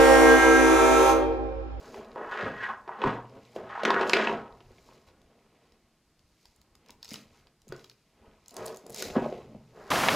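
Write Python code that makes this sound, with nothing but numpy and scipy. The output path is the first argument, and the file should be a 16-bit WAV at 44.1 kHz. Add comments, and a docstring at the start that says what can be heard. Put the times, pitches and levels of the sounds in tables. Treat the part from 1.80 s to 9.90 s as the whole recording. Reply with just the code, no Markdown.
"""In a small bare room a padded case is dragged, tipped up and knocked on a wooden table.
Fingers work its hook-and-loop strip: single hooks snap as short noise bursts, patches rip as dense slips.
Rubbing and knocks ring the modes of case and table; the table also rumbles and hums after jolts.
Direct sound sits in the middle; the echoes and the hush differ between left and right, mostly in the treble."""
import sys
import numpy as np
from scipy import signal
from scipy.fft import rfft, irfft, next_fast_len
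from scipy.io import wavfile

SR = 44100
rng = np.random.default_rng(int(sys.argv[2]) if len(sys.argv) > 2 else 0)


def pcm_store(signal):
    """Save signal as 16-bit PCM."""
    levels = np.round(np.clip(np.atleast_2d(signal), -1, 1) * 32767)
    wavfile.write(sys.argv[1], SR, levels.astype(np.int16).T)


N = 357342

# Modes of case and table. Each row: pitch in Hz, level in dB, nominal ring time t60 in seconds.
CASE_MODES = [(144, -8, 0.024), (176.5, -3.5, 0.09), (225, 2, 0.09), (260, 1, 0.026), (388, -1.5, 0.1),
              (440, 5, 0.025), (515.7, -0.5, 0.039), (592.3, 1, 0.025), (693, -2.5, 0.075), (858, 0, 0.011),
              (955, 1.5, 0.033), (1053, 1.5, 0.014), (1233, -0.5, 0.017), (1464, 1.5, 0.035),
              (1656, 1.5, 0.017), (1898, 3, 0.04), (2150, -6.5, 0.023), (2606, -4.5, 0.028),
              (2950, -6.5, 0.029), (3350, -10, 0.025)]
LOW = [row for row in CASE_MODES if row[0] < 650]
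HIGH = [row for row in CASE_MODES if row[0] >= 650]
# Modes of the stiff hook strip. Each row: pitch in Hz, level in dB, nominal ring time t60 in seconds.
STRIP_MODES = [(3930, -2, .02), (4730, -7.5, 0.0027), (5210, -5.5, .01), (6440, -4, 0.0066),
               (7110, 1.5, .01), (7850, -6.5, 0.006), (8650, -3.5, 0.027), (9700, -4.5, .008),
               (10700, -5, 0.0053)]
STRIP_FLAT = 0.94  # share of a tear that is heard between those modes
# Pushes of the case over the table. Each row: peak in seconds, rise in seconds, fall in seconds,
# hollow body in dB, scrape in dB, cloth in dB, loudest panel in Hz, loudest body mode in Hz.
PUSHES = [(0.029, 0.16, .2, -54, -56, -66, 928, 430), (0.16, 0.035, .2, -44.5, -51.5, -59.5, 1062, 450),
          (0.375, 0.025, .35, -42.5, -41, -89, 1045, 530), (0.53, 0.04, 0.091, -52, -36, -47.5, 1250, 540),
          (0.611, 0.11, 0.16, -39, -34.5, -45, 1513, 500),
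          (0.679, 0.074, 0.071, -37.5, -41.5, -58, 1096, 380), (0.84, 0.1, 0.11, -53, -34, -48, 1624, 520),
          (0.9, 0.079, 0.06, -49.5, -35.5, -63, 990, 480), (1.1, .04, .15, -56.5, -42, -88, 979, 600),
          (1.279, 0.11, 0.12, -32.5, -30, -44.5, 980, 400),
          (1.569, 0.075, 0.052, -47.5, -61, -83, 891, 340), (1.792, .05, .12, -42, -46, -64, 760, 510),
          (1.919, 0.068, 0.26, -62.5, -43, -55.5, 1126, 450), (2.0, .08, 0.092, -58, -41.5, -53, 1000, 530),
          (2.079, .07, 0.32, -34.5, -30, -45, 1350, 396), (2.21, 0.12, 0.2, -31.5, -32.5, -45.5, 1193, 440),
          (2.36, 0.037, 0.19, -30.5, -31.5, -32.5, 1346, 400),
          (2.474, 0.014, 0.026, -45.5, -37.5, -43.5, 2603, 500),
          (2.53, 0.23, 0.16, -39.5, -36, -58.5, 888, 400), (3.11, .04, .1, -66.5, -64.5, -70, 908, 373),
          (3.165, .04, .06, -62.5, -73.5, -71, 900, 390),
          (3.28, .025, 0.069, -65.5, -66.5, -70.5, 894, 420), (3.528, .05, .1, -64, -74.5, -82.5, 722, 500),
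          (5.1, 0.15, 0.089, -65, -72.5, -70.5, 962, 270),
          (5.332, 0.057, 0.18, -51.5, -68.5, -61, 1519, 225),
          (5.551, .12, 0.16, -73.5, -70.5, -72, 1092, 260),
          (5.937, 0.076, 0.11, -55, -60.5, -63.5, 1098, 380),
          (6.451, 0.16, 0.24, -62.5, -65.5, -74.5, 913, 330),
          (6.742, 0.028, 0.065, -52, -61.5, -80, 808, 350), (6.792, .04, .2, -42, -46.5, -62, 1083, 460),
          (6.89, 0.12, .09, -44, -56.5, -61, 876, 460), (7.04, 0.023, 0.083, -51, -71, -83, 801.5, 240),
          (7.08, .03, .14, -46.5, -61.5, -74, 746.5, 480), (7.21, .06, 0.053, -44.5, -52, -71, 1497, 385),
          (7.268, 0.063, 0.082, -39, -61, -53, 1012, 420),
          (7.37, 0.043, 0.076, -38, -36.5, -51, 804.5, 300),
          (7.44, .05, 0.088, -43.5, -45, -55.5, 784, 580), (7.55, .1, 0.17, -47.5, -59, -59.5, 783, 390),
          (7.72, .1, 0.099, -50, -73, -76.5, 791, 254.3), (7.985, 0.065, 0.14, -50, -52.5, -72, 1057, 476),
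          (8.1, .1, 0.093, -47.5, -51, -65, 1113, 507)]
# Hands resting on the case and shifting a little.
# Each row: time in seconds, case in dB, cloth in dB, table in dB.
RESTING_HANDS = [(0, -52, -86, -65.5), (1, -63.5, -76, -70.5), (1.7, -63.5, -70, -70),
                 (2.75, -65, -76, -64.5), (3.3, -67, -81, -68.5), (3.85, -69, -75.5, -74),
                 (4.25, -80, -90, -75.5), (4.9, -73.5, -86, -73), (5.6, -69, -76.5, -72.5),
                 (5.8, -80, -100, -74.5), (6.25, -79.5, -80.5, -73), (7, -72.5, -73, -72.5),
                 (8.1, -68.5, -79, -78)]


def amp(db):
    """Decibels to gain."""
    return 10 ** (np.asarray(db) / 20)


def unit(x):
    """Scaled to rms 1."""
    return x / np.sqrt(np.mean(x ** 2) + 1e-20)


def along(points, hz):
    """Reads a curve of (Hz, value) points on a log frequency axis."""
    f, v = np.transpose(points)
    return np.interp(np.log(hz + 1), np.log(f + 1), v)


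def curves(rows):
    """One value per sample for each column after the time."""
    s, *cols = np.transpose(rows)
    return [np.interp(np.arange(N) / SR, s, c) for c in cols]


def filtered(x, response):
    """x shaped by a complex response of frequency."""
    m = next_fast_len(N + SR // 2)
    return irfft(rfft(x, m) * response(np.fft.rfftfreq(m, 1 / SR)), m)[..., :N]


def coloured(x, spectrum):
    """x with the given spectrum, at rms 1."""
    return unit(filtered(x, lambda hz: amp(along(spectrum, hz))))


def band(centre_hz, width_hz, order):
    """A resonance applied order times, so that its skirts fall steeply."""
    return lambda f: (1j * f * width_hz / (centre_hz ** 2 - f * f + 1j * f * width_hz)) ** order


def modes(rows, spread):
    """Resonances, one per row; damping widens them by the factor spread."""
    def responses(f):
        return np.array([amp(db) * band(hz, spread * np.log(1000) / (np.pi * t60), order=2)(f)
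                         for hz, db, t60 in rows])
    return responses


def freed(hz, centre_hz, octaves):
    """The grip of the hand damps the modes that lie far from centre_hz."""
    return np.exp(-(np.log2(hz / centre_hz) / octaves) ** 2)


def slips(rate, scatter_db, t60, smooth):
    """Stick-slip friction: short bursts of uneven size at random moments over a smooth rub."""
    chance, size = rng.random(N), rng.exponential(size=N)
    starts = (chance < rate / SR) * amp(scatter_db * np.minimum(size, 5))
    gate = signal.lfilter([1], [1, -amp(-60 / (t60 * SR))], starts)
    return (unit(gate) + smooth) * rng.standard_normal(N)


def swells(peak_s, rise_s, fall_s, db):
    """Power of each swell on a millisecond grid: 20 dB below its peak at rise_s before and fall_s after."""
    roundness = 1.314  # 1 = pointed swells, 2 = round ones
    late = np.arange(0, N / SR + .001, .001) - np.reshape(peak_s, (-1, 1))
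    before, after = -late / np.reshape(rise_s, (-1, 1)), late / np.reshape(fall_s, (-1, 1))
    away = np.where(late < 0, before, after)
    return amp(2 * (np.reshape(db, (-1, 1)) - 20 * away ** roundness))


def fine(x):
    """From the millisecond grid to samples."""
    return np.interp(np.arange(N) / SR, np.arange(len(x)) / 1000, x)


def gain(power, rest_db):
    """Swells and resting level, added as powers and turned into a gain."""
    return np.sqrt(fine(power.sum(axis=0)) + amp(2 * rest_db))


def still_room():
    """The hush of the still room: steady coloured noise, drawn apart for sum and difference."""
    # Spectrum of the hush. Each row: frequency in Hz, relative level in dB per Hz.
    hush_spectrum = [(15, -19.5), (25, -21.5), (130, -8), (285, -3.5), (344, 2), (405, -18.5), (531, -15),
                     (775, -12), (5280, -17.5), (11600, -25), (16000, -34.5)]
    hush_db = -73.5
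    return amp(hush_db) * coloured(rng.standard_normal((2, N)), hush_spectrum)


def room(x):
    """Diffuse echo tails for sum and difference, drawn anew twelve times a second as the sources move."""
    # Decay of the echoes. Each row: frequency in Hz, t60 in seconds.
    wall_decay = [(150, 0.44), (1000, 0.46), (4000, 0.14), (12000, 0.2)]
    hop = SR // 12
    wet = np.zeros((2, N + 2 * SR))
    for start in range(0, N, hop):
        hz, t, noise = signal.stft(rng.standard_normal((2, SR * 2 // 3)), SR, nperseg=256)
        gather = 1 - np.exp(-t / 0.00092)  # echoes need time to gather
        decay = amp(-60 * t / along(wall_decay, hz)[:, None]) * gather
        tail = signal.istft(noise * decay, SR, nperseg=256)[1]
        tail = tail / np.linalg.norm(tail[0])
        answer = signal.fftconvolve(x[None, start:start + hop], tail, axes=1)
        wet[:, start + 250:][:, :answer.shape[1]] += answer  # 250 samples after the direct sound
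    return wet[:, :N]


def table():
    """Jolts make the frame rumble, ring the top, and leave a long hum in it."""
    # Jolts of the table. Each row: peak in seconds, frame rumble in dB, ring of the top in dB, fall in seconds.
    jolts = [(0.34, -70, -61, 0.086), (0.635, -52, -40.5, 0.14), (1.25, -43, -31, 0.073),
             (1.35, -70, -71, 0.29), (1.79, -73, -51.5, 0.19), (2.538, -70, -47.5, 0.11),
             (5.321, -59, -50.5, 0.081), (5.899, -62, -52.5, 0.15), (6.48, -73, -71, 0.17),
             (6.798, -68, -50.5, 0.12), (7.101, -73, -53.5, 0.12), (7.23, -50, -54, 0.21),
             (7.369, -49, -38.5, 0.16), (7.53, -61, -56, 0.77), (7.76, -69, -45.5, 0.055),
             (7.97, -70, -64, 0.14)]
    # Spectrum of the frame rumble. Each row: frequency in Hz, relative level in dB per Hz.
    frame_spectrum = [(15, -16.5), (25, -3.5), (45, -5), (70, -4.5), (100, -8), (160, -31), (300, -87)]
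    jolt_rise_s = 0.011
    hum_hz, hum_t60_s, hum_db = 120.5, 1.3, -12.5  # hum level is over the jolt's ring
    rest_ring_db = -3  # over the table column of the resting hands
    s, rumble_db, ring_db, fall = np.transpose(jolts)
    rest_db = curves(RESTING_HANDS)[2]
    rumble = coloured(slips(rate=41, scatter_db=-2.5, t60=0.04, smooth=0.33), frame_spectrum)
    ring = unit(filtered(rng.standard_normal(N), modes(LOW[:1], spread=1.0))[0])
    late = np.maximum(np.arange(0, N / SR + .001, .001) - s[:, None], 0)
    hum_gain = amp(ring_db[:, None] + hum_db - 60 * late / hum_t60_s)
    hum = hum_gain * np.sin(2 * np.pi * hum_hz * late)
    rumble_gain = gain(swells(s, jolt_rise_s, fall, rumble_db), rest_db)
    ring_gain = gain(swells(s, jolt_rise_s, fall, ring_db), rest_db + rest_ring_db)
    return fine(hum.sum(axis=0)) + rumble_gain * rumble + ring_gain * ring


def stiff(x):
    """The strip's own modes colour whatever tears on it."""
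    return filtered(x, lambda f: STRIP_FLAT + np.abs(modes(STRIP_MODES, spread=1)(f)).max(axis=0))


def fabric():
    """Threads and many small hooks let go one after another."""
    # Patches of hooks peeling. Each row: peak in seconds, rise in seconds, fall in seconds, level in dB.
    patches = [(0.16, 0.9, 0.14, -63), (0.62, 0.8, 0.66, -70), (1.78, 0.55, 0.21, -72),
               (1.762, 0.033, 0.037, -62), (2.29, 0.052, .1, -52), (3.11, 0.54, 0.2, -68),
               (3.28, .025, 0.047, -66.5), (4.67, 0.33, 0.19, -72.5), (5.329, 0.098, 0.14, -53.5),
               (5.56, 0.1, 0.12, -70), (6.0, 0.14, 0.28, -68.5), (6.84, 0.18, 0.25, -59),
               (7.205, 0.081, 0.12, -43), (7.26, .06, 0.13, -48.5), (7.449, 0.35, 0.32, -63.5),
               (8.08, 0.29, 0.38, -66)]
    # Spectrum of the cloth. Each row: frequency in Hz, relative level in dB per Hz.
    cloth_spectrum = [(1200, -34), (2000, 3.5), (2630, 2), (3300, -1.5), (4500, -13), (6500, -21),
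                      (9000, -34.5), (13000, -55.5)]
    # Spectrum of the hooks. Each row: frequency in Hz, relative level in dB per Hz.
    hook_spectrum = [(2000, -59.5), (3700, -1), (5300, -1.5), (6800, -5), (8500, -13.5), (12000, -14.5),
                     (15000, -13.5), (16000, -30)]
    rip_cloth_db = -5.5  # coarse cloth within a rip, over the hooks
    rest_hooks_db = -7.5  # over the cloth column of the resting hands
    s, rise, fall, _, _, cloth_db = np.transpose(PUSHES)[:6]
    rips, rest_db = swells(*np.transpose(patches)), curves(RESTING_HANDS)[1]
    rubbing = np.vstack([swells(s, rise, fall, cloth_db), amp(2 * rip_cloth_db) * rips])
    threads = slips(rate=400, scatter_db=2, t60=.008, smooth=.9)
    cloth = unit(stiff(coloured(threads, cloth_spectrum)))
    small_hooks = slips(rate=700, scatter_db=2.0, t60=0.006, smooth=0.9)
    hooks = unit(stiff(coloured(small_hooks, hook_spectrum)))
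    return gain(rubbing, rest_db) * cloth + gain(rips, rest_db + rest_hooks_db) * hooks


def snaps():
    """A few hooks tear together: a burst of milliseconds with a soft front, faintly heard through the case."""
    # Hooks snapping free. Each row: time in seconds, level in dB, pitch in Hz.
    hook_snaps = [(0.3158, -39, 3100), (1.273, -45, 6200), (1.495, -48, 4470), (1.6504, -45, 4040),
                  (2.0346, -31.5, 5954), (2.0505, -30, 5000), (2.104, -32, 5000), (2.198, -43, 5010),
                  (2.2735, -35.5, 5470), (2.2945, -12.5, 5000), (2.366, -33.5, 5230), (2.528, -46, 5520),
                  (2.7234, -45.5, 3400), (3.4156, -51, 5500), (3.92, -48, 4500), (4.392, -51, 5000),
                  (4.6545, -40, 5130), (4.7605, -51, 6720), (4.814, -45, 5830), (4.952, -45, 6200),
                  (5.0606, -48, 5550), (5.085, -41, 4950), (5.1044, -33, 5460), (5.219, -55.5, 4720),
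                  (5.2279, -28.5, 4950), (5.245, -28, 5390), (5.2538, -33, 4500), (5.2789, -36, 4850),
                  (5.2895, -32, 5160), (5.295, -37.5, 5500), (5.3062, -31, 4900), (5.312, -36, 6000),
                  (5.3244, -45, 5800), (5.3338, -33.5, 7500), (5.3402, -18.5, 3950), (5.3564, -26, 3930),
                  (5.6695, -49, 4650), (5.8172, -48.5, 6000), (5.88, -46, 6530), (5.888, -44, 6730),
                  (5.9226, -34, 4950), (5.9626, -41, 5500), (5.9928, -39, 3750), (6.0423, -30.5, 4060),
                  (6.0965, -35, 5000), (6.1127, -39, 3650), (6.6593, -42, 5010), (6.681, -38.5, 7400),
                  (6.6925, -38, 4730), (6.7073, -37, 6200), (6.7411, -43, 8100), (6.7657, -27, 6460),
                  (6.8569, -34, 7200), (6.8618, -29, 8000), (6.8734, -31, 4020), (6.8794, -29.5, 5500),
                  (6.9441, -37, 5800), (6.9606, -39, 7040), (6.9698, -36.5, 6730), (7.0643, -40, 7300),
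                  (7.0958, -43, 8600), (7.1021, -41, 8680), (7.1212, -41, 6700), (7.1276, -41, 7610),
                  (7.1445, -25, 6300), (7.1605, -26.5, 6360), (7.173, -35, 6410), (7.1843, -30, 6580),
                  (7.193, -29, 6730), (7.2029, -27, 5290), (7.2225, -17, 6424)]
    click_db = 5  # the first hook of a snap, over the snap's level
    fizz_db, fizz_db_per_octave = -12.5, 17  # fizz of a snap at 5 kHz; higher snaps fizz more
    in_case_db = -7  # how much of a snap reaches the panels
    tipped_s, screen_hz = 2.6, 10500  # until the case is tipped up it screens the strip: duller snaps
    bends_db = 2  # the strip bends, so its modes change strength from snap to snap
    width = 1.4  # ratio of the upper band edge to the pitch; the lower edge lies further off
    centre, top, case = np.zeros((2, N + SR)), np.zeros((2, N + SR)), np.zeros(N + SR)
    t = np.arange(SR // 30) / SR
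    shape = amp(12.5 - 60 * t / 0.0087) * (1 - np.exp(-t / 0.0016)) ** 2
    ring = modes(STRIP_MODES, spread=2.2)(np.fft.rfftfreq(len(t), 1 / SR))
    mode_hz = np.transpose(STRIP_MODES)[0][:, None]
    for s, db, hz in hook_snaps:
        at = round(s * SR)
        tear = amp(db) * shape * rng.standard_normal(len(t))
        tear[round(.0015 * SR)] += amp(db + click_db)
        pitch_band = signal.butter(2, [hz / width ** 1.6, hz * width], "band", fs=SR)
        near_pitch = 0.3 + 1.5 * freed(mode_hz, hz, octaves=.26)  # modes near the pitch are strongest
        bend = amp(bends_db * rng.standard_normal((len(STRIP_MODES), 1)))
        strip = STRIP_FLAT + (bend * ring * near_pitch).sum(axis=0)
        tipped = int(s > tipped_s)
        centre[tipped, at:][:len(t)] += irfft(rfft(signal.lfilter(*pitch_band, tear)) * strip, len(t))
        top[tipped, at:][:len(t)] += amp(fizz_db + fizz_db_per_octave * np.log2(hz / 5000)) * tear
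        case[at:][:len(t)] += amp(in_case_db) * tear
    screened, free = centre[:, :N] + filtered(top[:, :N], band(9600, 12000, order=2))
    dull = signal.lfilter(*signal.butter(3, screen_hz, fs=SR), screened)
    return free + dull + filtered(case[:N], modes(HIGH, spread=1.9)).sum(axis=0)


def pushed():
    """Gain and free pitch of body and panels: the strongest push weighs most in which modes are left free."""
    rest_panel_hz, rest_body_hz = 990, 313
    rest_scrape_db = -7  # over the case column of the resting hands
    s, rise, fall, body_db, scrape_db, _, panel_hz, body_hz = np.transpose(PUSHES)
    rest_db = curves(RESTING_HANDS)[0]
    body = (body_db, body_hz, rest_db, rest_body_hz)
    panels = (scrape_db, panel_hz, rest_db + rest_scrape_db, rest_panel_hz)
    out = []
    for db, hz, quiet_db, quiet_hz in [body, panels]:
        power = swells(s, rise, fall, db)
        level = gain(power, quiet_db)
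        mean_hz = (fine(hz @ power) + quiet_hz * amp(2 * quiet_db)) / level ** 2
        out += [level, mean_hz]
    return out


def rubbed(rows, centre_hz, octaves, spread, source):
    """The rubbing sounds in the modes that the hand leaves free."""
    free = freed(np.transpose(rows)[0][:, None], centre_hz, octaves) + 0.2
    ringing = (free * filtered(source, modes(rows, spread))).sum(axis=0)
    return unit(ringing / np.linalg.norm(free, axis=0))


def drag():
    """Slips of the case's base ring its hollow body and its stiff panels."""
    body_gain, body_hz, scrape_gain, panel_hz = pushed()
    body_slips = slips(rate=260, scatter_db=1.5, t60=0.004, smooth=1.7)
    body = rubbed(LOW[1:], body_hz, octaves=1.0, spread=1.6, source=body_slips)
    panel_slips = slips(rate=250, scatter_db=0.0, t60=0.029, smooth=0.46)
    scrape = rubbed(HIGH, panel_hz, octaves=0.7, spread=1.0, source=panel_slips)
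    return body_gain * body + scrape_gain * scrape


def knocks():
    """Each knock clicks, cracks briefly and rings the modes the hand leaves free, at new strengths and phases."""
    # Knocks of the case. Each row: time in seconds, high modes in dB, low modes in dB,
    # crack in dB (before a fixed lift), loudest panel in Hz, loudest body mode in Hz.
    blows = [(0.143, -42, -42.5, -43.5, 1090, 370), (0.359, -31, -37, -55, 890, 600),
             (0.378, -43, -39, -50, 1100, 510), (0.413, -32.5, -33, -68, 1070, 520),
             (0.631, -56, -29, -63, 1500, 490), (0.664, -50, -30, -55, 1110, 212),
             (1.077, -29, -39, -47, 786, 405), (1.092, -30.5, -50, -57, 904, 605),
             (1.2177, -22.5, -26, -36, 3050, 590), (1.239, -18, -20, -32.5, 1060, 400),
             (1.262, -21, -17.5, -47, 840, 265), (1.762, -36, -27, -41, 694, 510),
             (1.902, -39, -58, -54, 1070, 397), (1.977, -29.5, -66, -58, 1020, 440),
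             (1.994, -32, -64, -58, 980, 580), (2.0335, -30, -21.5, -28, 1500, 584),
             (2.0513, -14.5, -20.5, -14.5, 1240, 382), (2.078, -28, -22, -36, 1090, 375),
             (2.1044, -15.5, -20.5, -19, 1060, 383), (2.143, -27, -22, -29, 1480, 385),
             (2.164, -21.5, -25, -42, 1430, 385), (2.211, -22, -18, -24.5, 1070, 392),
             (2.227, -24, -31, -33, 1070, 470), (2.296, -22, -23, -22.5, 1000, 364),
             (2.333, -8.5, -20, -7.5, 2460, 390), (2.368, -15, -43, -20, 1350, 360),
             (2.397, -25, -26, -36, 960, 380), (2.424, -26, -27.5, -34, 1250, 448),
             (2.449, -21.5, -37, -36, 905, 593), (2.472, -12, -23.5, -36, 2550, 610),
             (2.495, -25, -25, -38, 920, 380), (2.526, -29, -21.5, -41.5, 708, 335),
             (2.805, -49, -49, -49.5, 780, 370), (2.906, -65, -48, -60.5, 700, 380),
             (2.983, -53, -58.5, -53.5, 700, 380), (3.089, -53.5, -53, -61, 940, 600),
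             (5.094, -50, -50.5, -48, 935.5, 264.6), (5.315, -45, -38.5, -53, 2220, 220),
             (4.654, -55.5, -67.5, -63, 900, 351), (4.952, -61, -63, -57.5, 1320, 301.4),
             (5.67, -58, -63.5, -56, 870, 221), (5.871, -67, -42.5, -67.5, 704, 180),
             (5.9221, -35.5, -34.5, -49, 1270, 428), (5.944, -48.5, -43, -61, 1300, 401),
             (6.715, -48, -48, -67, 750, 239), (6.766, -39.5, -43, -44, 765, 430),
             (7.063, -43, -42, -61, 740, 470), (7.224, -34, -35, -32, 1480, 446),
             (7.301, -39, -29.5, -36, 700, 575), (7.354, -39, -27, -47, 700, 580),
             (7.3635, -32, -13.5, -55, 700, 286), (7.38, -37, -22.5, -53, 696, 467),
             (7.386, -40, -25.5, -60, 700, 510), (7.423, -40, -20, -54, 700, 620),
             (7.46, -47, -25, -60, 700, 554), (7.525, -35, -34, -47, 700, 465),
             (7.748, -72, -31.5, -65, 690, 226)]
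    click_db = 4.5  # the first contact, over the crack column
    held = 0.93  # share of the free ring time left to a case held in the hand
    panel_octaves, body_octaves = .26, .36  # how narrowly a knock picks its modes
    out, cracks, clicks = np.zeros(N + SR), np.zeros(N + SR), np.zeros(N)
    t = np.arange(SR // 3) / SR
    hz, db, t60 = np.transpose(CASE_MODES[1:])[:, :, None]
    low = hz <= LOW[-1][0]
    rise = 1 - np.exp(-t * hz / 0.45)  # padding spreads a blow over about a cycle
    for s, high_db, low_db, crack_db, panel_hz, body_hz in blows:
        at = round(s * SR)
        body = amp(low_db) * (freed(hz, body_hz, body_octaves) + 0.34)
        above = 0.31 * np.minimum(panel_hz / hz, 1) ** 1.6  # damped modes, weaker above the loudest panel
        panels = amp(high_db) * (freed(hz, panel_hz, panel_octaves) + above)
        strength = np.where(low, body, panels)
        chance_db, phase = 2.6 * rng.standard_normal(hz.shape), rng.uniform(-1.1, 0.69, hz.shape)
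        decay = amp(db + chance_db - 1.5 - 60 * t / (held * t60))
        ring = strength * decay * rise * np.sin(2 * np.pi * hz * t + phase)
        out[at:][:len(t)] -= ring.sum(axis=0)
        cracks[at:][:len(t)] += amp(crack_db + 6.0 - 60 * t / 0.034) * rng.standard_normal(len(t))
        clicks[at] = -amp(crack_db + click_db)
    return (filtered(out[:N], band(830, 4300, order=2))
            + filtered(cracks[:N], band(2400, 3800, order=4))
            + filtered(clicks, band(2600, 6000, order=4)))


def scene():
    """Direct sound in the middle; room and hush spread in the treble."""
    # Left-right difference of the diffuse sound. Each row: frequency in Hz, level in dB.
    spread_curve = [(20, -73.5), (1800, -84), (2600, -27.5), (4400, 0.5), (9000, -9), (15000, -3)]
    # the case is too small to radiate much below 168 Hz
    small = signal.butter(4, 168, "high", fs=SR, output="sos")
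    near = signal.sosfilt(small, drag() + knocks()) + table() + fabric() + snaps()
    mid, other = amp(-9.5) * room(near) + still_room()
    side = filtered(other, lambda hz: amp(along(spread_curve, hz)))
    return near + mid + np.array([side, -side])


def record(dry):
    """The treble falls steeply around 15.7 kHz and nothing is kept from the band limit up."""
    top_hz = 16350
    return filtered(dry, lambda hz: (hz < top_hz) / (1 + (hz / 15700) ** 50))


dry = scene()
out = record(dry)
pcm_store(out)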